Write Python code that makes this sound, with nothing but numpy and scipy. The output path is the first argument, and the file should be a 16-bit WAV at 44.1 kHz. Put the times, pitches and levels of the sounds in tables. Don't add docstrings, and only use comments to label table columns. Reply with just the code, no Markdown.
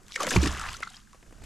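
import sys
import numpy as np
from scipy import signal
from scipy.fft import rfft, irfft, next_fast_len
from scipy.io import wavfile
from scipy.ndimage import map_coordinates

SR = 44100
rng = np.random.default_rng(int(sys.argv[2]) if len(sys.argv) > 2 else 0)


def waveform_to_disk(signal):
    frames = np.transpose(np.atleast_2d(signal))
    scaled = np.clip(frames, -1, 1) * 32767
    samples = np.round(scaled).astype(np.int16)
    wavfile.write(sys.argv[1], SR, samples)


N = 63945


def amp(db):
    return 10 ** (np.asarray(db) / 20)


def unit(x):
    return x / np.sqrt(np.mean(x ** 2) + 1e-20)


def along(points, hz):
    freqs, values = np.transpose(points)
    return np.interp(np.log(hz + 1), np.log(freqs + 1), values)


def level(rows):
    times, db = np.transpose(rows)
    return amp(np.interp(np.arange(N) / SR, times, db))


def filtered(x, response):
    size = next_fast_len(N + SR // 2)
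    return irfft(rfft(x, size) * response(np.fft.rfftfreq(size, 1 / SR)), size)[..., :N]


def coloured(x, colour):
    return unit(filtered(x, lambda hz: amp(along(colour, hz))))


def fade(t, t60):
    return np.exp(-np.log(1000) * t / t60)


def add(track, start, sound):
    part = track[round(start * SR):][:len(sound)]
    part += sound[:len(part)]


def grains(count, centre_hz, octaves, cycles, scatter_db, rise):
    start, pitch, size, life = rng.random((count, 4)).T[:, :, None]
    hz = centre_hz * 2 ** (octaves * (2 * pitch - 1))
    t = np.arange(SR // 30) / SR
    t60 = cycles / hz * (.5 + life)
    gain = amp(scatter_db * np.minimum(-np.log(size), np.log(40)))
    glide = 1 + rise * np.minimum(t / t60, 1) / 2
    tones = gain * fade(t, t60) * np.sin(2 * np.pi * hz * t * glide)
    at = (start * N).astype(int) + np.arange(len(t))
    return unit(np.bincount(at.ravel(), tones.ravel(), N)[:N])


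def froth(cloud, colour, noise_db):
    return coloured(cloud + amp(noise_db) * rng.standard_normal(N), colour)


def air():
    # (frequency [Hz], level [dB])
    colour = [(4, -29), (20, 7.5), (100, -8.5), (200, -0.5), (350, -14.5), (700, -30), (1300, -17),
              (3000, -28.5), (7000, -19.5), (10000, -26.5), (15000, -40)]
    return amp(-59.5) * coloured(rng.standard_normal(N), colour)


def surge():
    # (time [s], level [dB])
    loudness = [(0, -60), (.24, -65), (.29, -60), (.35, -38.5), (.40, -54), (.5, -35.5), (.6, -45),
                (.71, -43), (.77, -49), (.9, -61.5), (1.22, -61), (1.33, -54), (1.45, -43)]
    # (frequency [Hz], level [dB])
    colour = [(4, -44), (15, -1.5), (30, 2.5), (60, -3.5), (120, -8.5), (200, -12.5), (350, -39),
              (1500, -84)]
    return level(loudness) * coloured(rng.standard_normal(N), colour)


def spray():
    # (time [s], level [dB])
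    loudness = [(0, -80), (.06, -70), (.105, -56), (.145, -49), (.19, -50.5), (.225, -36), (.258, -46),
                (.298, -35.5), (.318, -38), (.365, -33.5), (.392, -48.5), (.43, -36), (.475, -43),
                (.53, -46), (.6, -47.5), (.68, -47.5), (.75, -46), (.8, -59.5), (.89, -60.5), (.96, -56),
                (1.05, -71.5), (1.38, -71.5), (1.45, -63)]
    # (frequency [Hz], level [dB])
    colour = [(1200, -9), (2800, -2), (4200, -2), (5500, 0.5), (7500, 1), (9000, -6), (11000, -5.5),
              (13500, -16.5), (16000, -48)]
    ticks = grains(count=2600, centre_hz=6520, octaves=1.265, cycles=15.4, scatter_db=4.5, rise=0.067)
    droplets = grains(count=450, centre_hz=5290, octaves=1.0, cycles=36, scatter_db=3.5, rise=.1)
    return level(loudness) * froth(ticks + amp(-2) * droplets, colour, noise_db=-1.5)


def bubbles():
    # (time [s], level [dB])
    loudness = [(0, -62), (.06, -70.5), (.11, -53.5), (.135, -77), (.18, -48), (.225, -32.5), (.26, -41.5),
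                (.275, -32), (.298, -47.5), (.32, -34.5), (.37, -32.5), (.395, -40.5), (.46, -36),
                (.52, -38), (.59, -40), (.665, -37.5), (.72, -44), (.785, -54), (.865, -52), (.895, -61.5),
                (.945, -55), (1.05, -70.5), (1.3, -72), (1.45, -60)]
    # (frequency [Hz], level [dB])
    colour = [(400, -9), (800, -5.5), (1150, 2.5), (1800, 3), (2700, -1), (4000, -3.5), (8000, -27)]
    cloud = grains(count=1100, centre_hz=1566, octaves=1.114, cycles=20, scatter_db=2.5, rise=0.12)
    return level(loudness) * froth(cloud, colour, noise_db=0)


def churn():
    # (time [s], level [dB])
    loudness = [(0, -62), (.15, -81), (.172, -62), (.195, -50), (.212, -50), (.275, -36.5), (.3, -43),
                (.335, -36), (.41, -42.5), (.47, -37.5), (.52, -45.5), (.65, -62), (.8, -61), (.92, -78),
                (1.1, -99), (1.24, -66.5), (1.45, -63)]
    # (frequency [Hz], level [dB])
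    colour = [(80, -0.5), (220, -2.5), (380, -2), (600, 2), (800, -1), (1500, -35), (4000, -70)]
    cloud = grains(count=600, centre_hz=421.5, octaves=0.87, cycles=9.8, scatter_db=2.5, rise=0.19)
    return level(loudness) * froth(cloud, colour, noise_db=-40)


def slaps():
    # (time [s], level [dB], fade time [s], treble limit [Hz])
    bursts = [(0.034, -49, 0.0048, 14000), (0.0658, -46, 0.0066, 8000), (.082, -37.5, 0.0094, 11100),
              (0.1209, -27, 0.005, 6100), (0.1569, -26, 0.0071, 10200), (0.1587, -27, 0.03, 8300),
              (.2032, -38, 0.024, 9000), (0.206, -24.5, 0.019, 8950), (0.2308, -23, 0.018, 14000),
              (.2680, -23.5, 0.015, 14100), (0.288, -26, 0.011, 15000), (.3070, -18.5, 0.018, 12100),
              (.3095, -31, 0.071, 9000), (0.3577, -25, 0.011, 13000), (0.3596, -26.5, 0.024, 10100),
              (0.3668, -24, 0.013, 7850), (.4310, -25, 0.038, 8000), (0.4584, -24, 0.022, 8700),
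              (0.473, -22, 0.026, 7700), (0.51, -30, 0.0068, 8000), (0.5195, -35, .01, 13100),
              (0.574, -30.5, 0.01, 8950), (0.5955, -25, 0.0095, 9000), (0.613, -28, 0.015, 8000),
              (0.6876, -26, 0.014, 4850), (0.7312, -30.5, 0.01, 9900), (0.7466, -30.5, 0.011, 6900),
              (.7670, -32, 0.016, 8040), (0.804, -37.5, 0.015, 9000), (0.823, -37.5, 0.021, 10000),
              (.8320, -27.5, 0.019, 5950), (0.8514, -42, .008, 8000), (0.8756, -38.5, 0.014, 7000),
              (.9018, -36, 0.01, 9600), (0.9682, -45.5, 0.042, 7000), (1.1307, -41.5, 0.0074, 8100),
              (1.438, -49.5, 0.092, 15000)]
    # (frequency [Hz], level [dB])
    burst_colour = [(100, -27), (500, -26), (1000, -2.5), (1600, -5.5), (3000, 1.5), (4500, 0.5),
                    (7500, 5.5), (10000, -1.5), (13000, -1), (16000, -37)]
    # (frequency [Hz], level [dB])
    snap_colour = [(1500, -25), (3500, -8.5), (7500, -3), (11000, -6.5), (13500, -11), (16000, -24)]
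    attack_s, snap_fade_s = 0.0007, 0.0037
    crackle = grains(count=3000, centre_hz=4310, octaves=1.333, cycles=21, scatter_db=3.0, rise=0.064)
    texture = froth(amp(4) * crackle, burst_colour, noise_db=1)
    snap = amp(-2.5) * coloured(rng.standard_normal(N), snap_colour)
    out, t = np.zeros(N), np.arange(SR // 8) / SR
    for start, db, t60, top_hz in bursts:
        at = (round(start * SR) + np.arange(len(t))) % N
        burst = texture[at] * fade(t, t60) * (1 - np.exp(-t / attack_s))
        burst += snap[at] * fade(t, snap_fade_s)
        treble_cut = signal.butter(3, top_hz, fs=SR)
        add(out, start, amp(db) * signal.lfilter(*treble_cut, burst))
    return out


def pockets():
    # (time [s], starting pitch [Hz], level [dB], fade time [s])
    plops = [(.1212, 3690, -30, 0.012), (0.143, 2270, -38.5, 0.038), (.1598, 1813, -25, 0.042),
             (0.1601, 2183, -20, 0.027), (.163, 517, -37, .07), (0.207, 538, -23, 0.028),
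             (0.253, 310, -31.5, 0.061), (.176, 1330, -30.5, .025), (0.2028, 1149, -18, 0.037),
             (0.2075, 1067, -18.5, 0.029), (.222, 2900, -31, .012), (.2355, 587, -18, 0.03),
             (.247, 2130, -33.5, 0.054), (.268, 1980, -20, 0.013), (.2695, 513, -25, 0.066),
             (0.308, 1612, -22, 0.044), (0.317, 1730, -17.5, 0.014), (.3383, 2450, -18, 0.011),
             (.361, 935, -16.5, .03), (0.3643, 2350, -8.5, 0.011), (.428, 316, -14, 0.048),
             (.441, 275, -15.5, 0.043), (0.4552, 1130, -24, 0.033), (.4595, 1710, -21.5, 0.021),
             (0.46, 334, -24, 0.037), (.467, 294, -14, 0.031), (.472, 2790, -28, 0.014),
             (.476, 1670, -28, .02), (0.48, 1190, -27, 0.02), (.508, 960, -26, 0.018),
             (0.549, 1620, -29.5, 0.028), (0.6878, 2435, -25.5, 0.017), (0.746, 1380, -32.5, 0.035),
             (.8240, 2620, -35.5, 0.017), (.8270, 1546, -26.5, 0.034), (0.8304, 2046, -21, 0.02),
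             (0.8295, 1313, -22, 0.033), (0.8725, 1345, -28, 0.028), (.876, 4230, -38, 0.017),
             (.906, 760, -49.5, 0.063), (0.9436, 3200, -42.5, 0.056), (.851, 7000, -40, .008),
             (.8915, 3900, -45, 0.04), (.967, 4900, -37.5, 0.017), (1.073, 1570, -50, 0.034),
             (1.1311, 1120, -47.5, 0.083)]
    rise, attack_cycles, wander_radians = 0.052, 0.76, .55
    out, t = np.zeros(N), np.arange(SR // 8) / SR
    for start, hz, db, t60 in plops:
        cycles = hz * t * (1 + rise * np.minimum(t / t60, 1) / 2)
        wander = wander_radians * map_coordinates(rng.standard_normal(size=600), [cycles / 3])
        swell = 1 - np.exp(-(cycles / attack_cycles) ** 2)
        add(out, start, amp(db) * swell * fade(t, t60) * np.sin(2 * np.pi * cycles + wander))
    return out


def gurgle():
    # (time [s], pitch [Hz], level [dB])
    slide = [(.168, 1488, -47), (.205, 1010, -45.5), (.238, 556.4, -42), (.262, 297, -38.5),
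             (0.284, 190, -37.5), (.32, 149, -57)]
    flutters_per_cycle = 0.35
    times, pitch, db = np.transpose(slide)
    t = np.arange(N) / SR
    cycles = np.cumsum(np.interp(t, times, pitch)) / SR
    flutter = map_coordinates(rng.standard_normal(N // 20), [cycles * flutters_per_cycle])
    on_off = np.clip((t - times[0]) / .005, 0, 1) * np.clip((times[-1] - t) / .01, 0, 1)
    return on_off * amp(np.interp(t, times, db)) * unit(flutter * np.sin(2 * np.pi * cycles))


def hull():
    # (time [s], level [dB], contact time [s])
    plunges = [(0.3615, -10.5, 0.001), (0.452, -24, 0.0013)]
    # (pitch [Hz], relative level [dB], fade time [s], build-up time [s])
    notes = [(70.5, 14.5, 0.15, 0.039), (69.9, -7, 0.56, 0.056), (116.8, 4, 0.086, 0.0033),
             (180.5, -1, 0.13, 0.00065), (269, -8.5, 0.092, 0.00049), (348, -2.5, 0.064, 0.00077)]
    out, t = np.zeros(N), np.arange(SR) / SR
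    for start, db, contact in plunges:
        for hz, note_db, t60, build in notes:
            gain = amp(db + note_db) / (1 + (hz * contact) ** 2)
            swell = (1 - np.exp(-t / build)) ** 2
            add(out, start, gain * swell * fade(t, t60) * np.sin(2 * np.pi * hz * t))
    return out


def knocks():
    # (time [s], level [dB], fade time [s])
    bumps = [(.8055, -36, 0.019), (1.146, -47.5, 0.046), (1.2270, -46.5, 0.033), (1.263, -52, 0.055),
             (1.308, -42.5, 0.018), (1.3245, -45, 0.039), (1.381, -49, 0.034), (1.4189, -45.5, 0.037),
             (1.435, -53, 0.045)]
    # (frequency [Hz], level [dB])
    colour = [(60, -3), (300, 2.5), (750, -3.5), (1300, -9), (2300, -7), (4000, -25.5), (9000, -19.5),
              (15000, -41)]
    attack_s = 0.00062
    loudness, t = np.zeros(N), np.arange(SR // 8) / SR
    for start, db, t60 in bumps:
        add(loudness, start, amp(db) * fade(t, t60) * (1 - np.exp(-t / attack_s)))
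    return loudness * coloured(rng.standard_normal(N), colour)


def bank_echo(x, t60):
    t = np.arange(SR // 2) / SR
    tail = rng.standard_normal(len(t)) * fade(t, t60)
    return signal.fftconvolve(x, tail / np.linalg.norm(tail))[:N]


def scattered(x):
    # (frequency [Hz], level [dB])
    width = [(30, -11), (70, -17), (200, -17), (2000, -17.5), (8000, -16), (14000, -11)]
    spacing_hz = 22
    ripple = lambda hz: unit(map_coordinates(rng.standard_normal(N // 20), [hz / spacing_hz]))
    return filtered(x, lambda hz: 1j * ripple(hz) * amp(along(width, hz)))


def scene():
    # (frequency [Hz], level [dB])
    air_width = [(60, -24), (400, 3.5), (1500, -1.5), (7000, -19), (14000, -12)]
    # (frequency [Hz], left minus right [dB])
    balance = [(60, -4.5), (110, -2.5), (200, -0.5), (380, -0.5), (700, 0.0), (1290, 0.5), (2370, 1.0),
               (4380, 1.0), (8080, 3.5), (14900, 4.0)]
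    splash = slaps() + pockets() + gurgle()
    splash += amp(1) * spray() + amp(-0.5) * bubbles() + amp(0.5) * churn()
    near = splash + hull() + knocks()
    mid = near + amp(-17.5) * bank_echo(splash, t60=0.34) + surge() + air()
    side = scattered(near) + amp(-10) * surge()
    side += filtered(air(), lambda hz: amp(along(air_width, hz)))
    ears = np.array([mid + side, mid - side])
    return filtered(ears, lambda hz: amp(np.outer([.5, -.5], along(balance, hz))))


def record(dry):
    return filtered(dry, lambda hz: hz < 15100)


dry = scene()
out = record(dry)
waveform_to_disk(out)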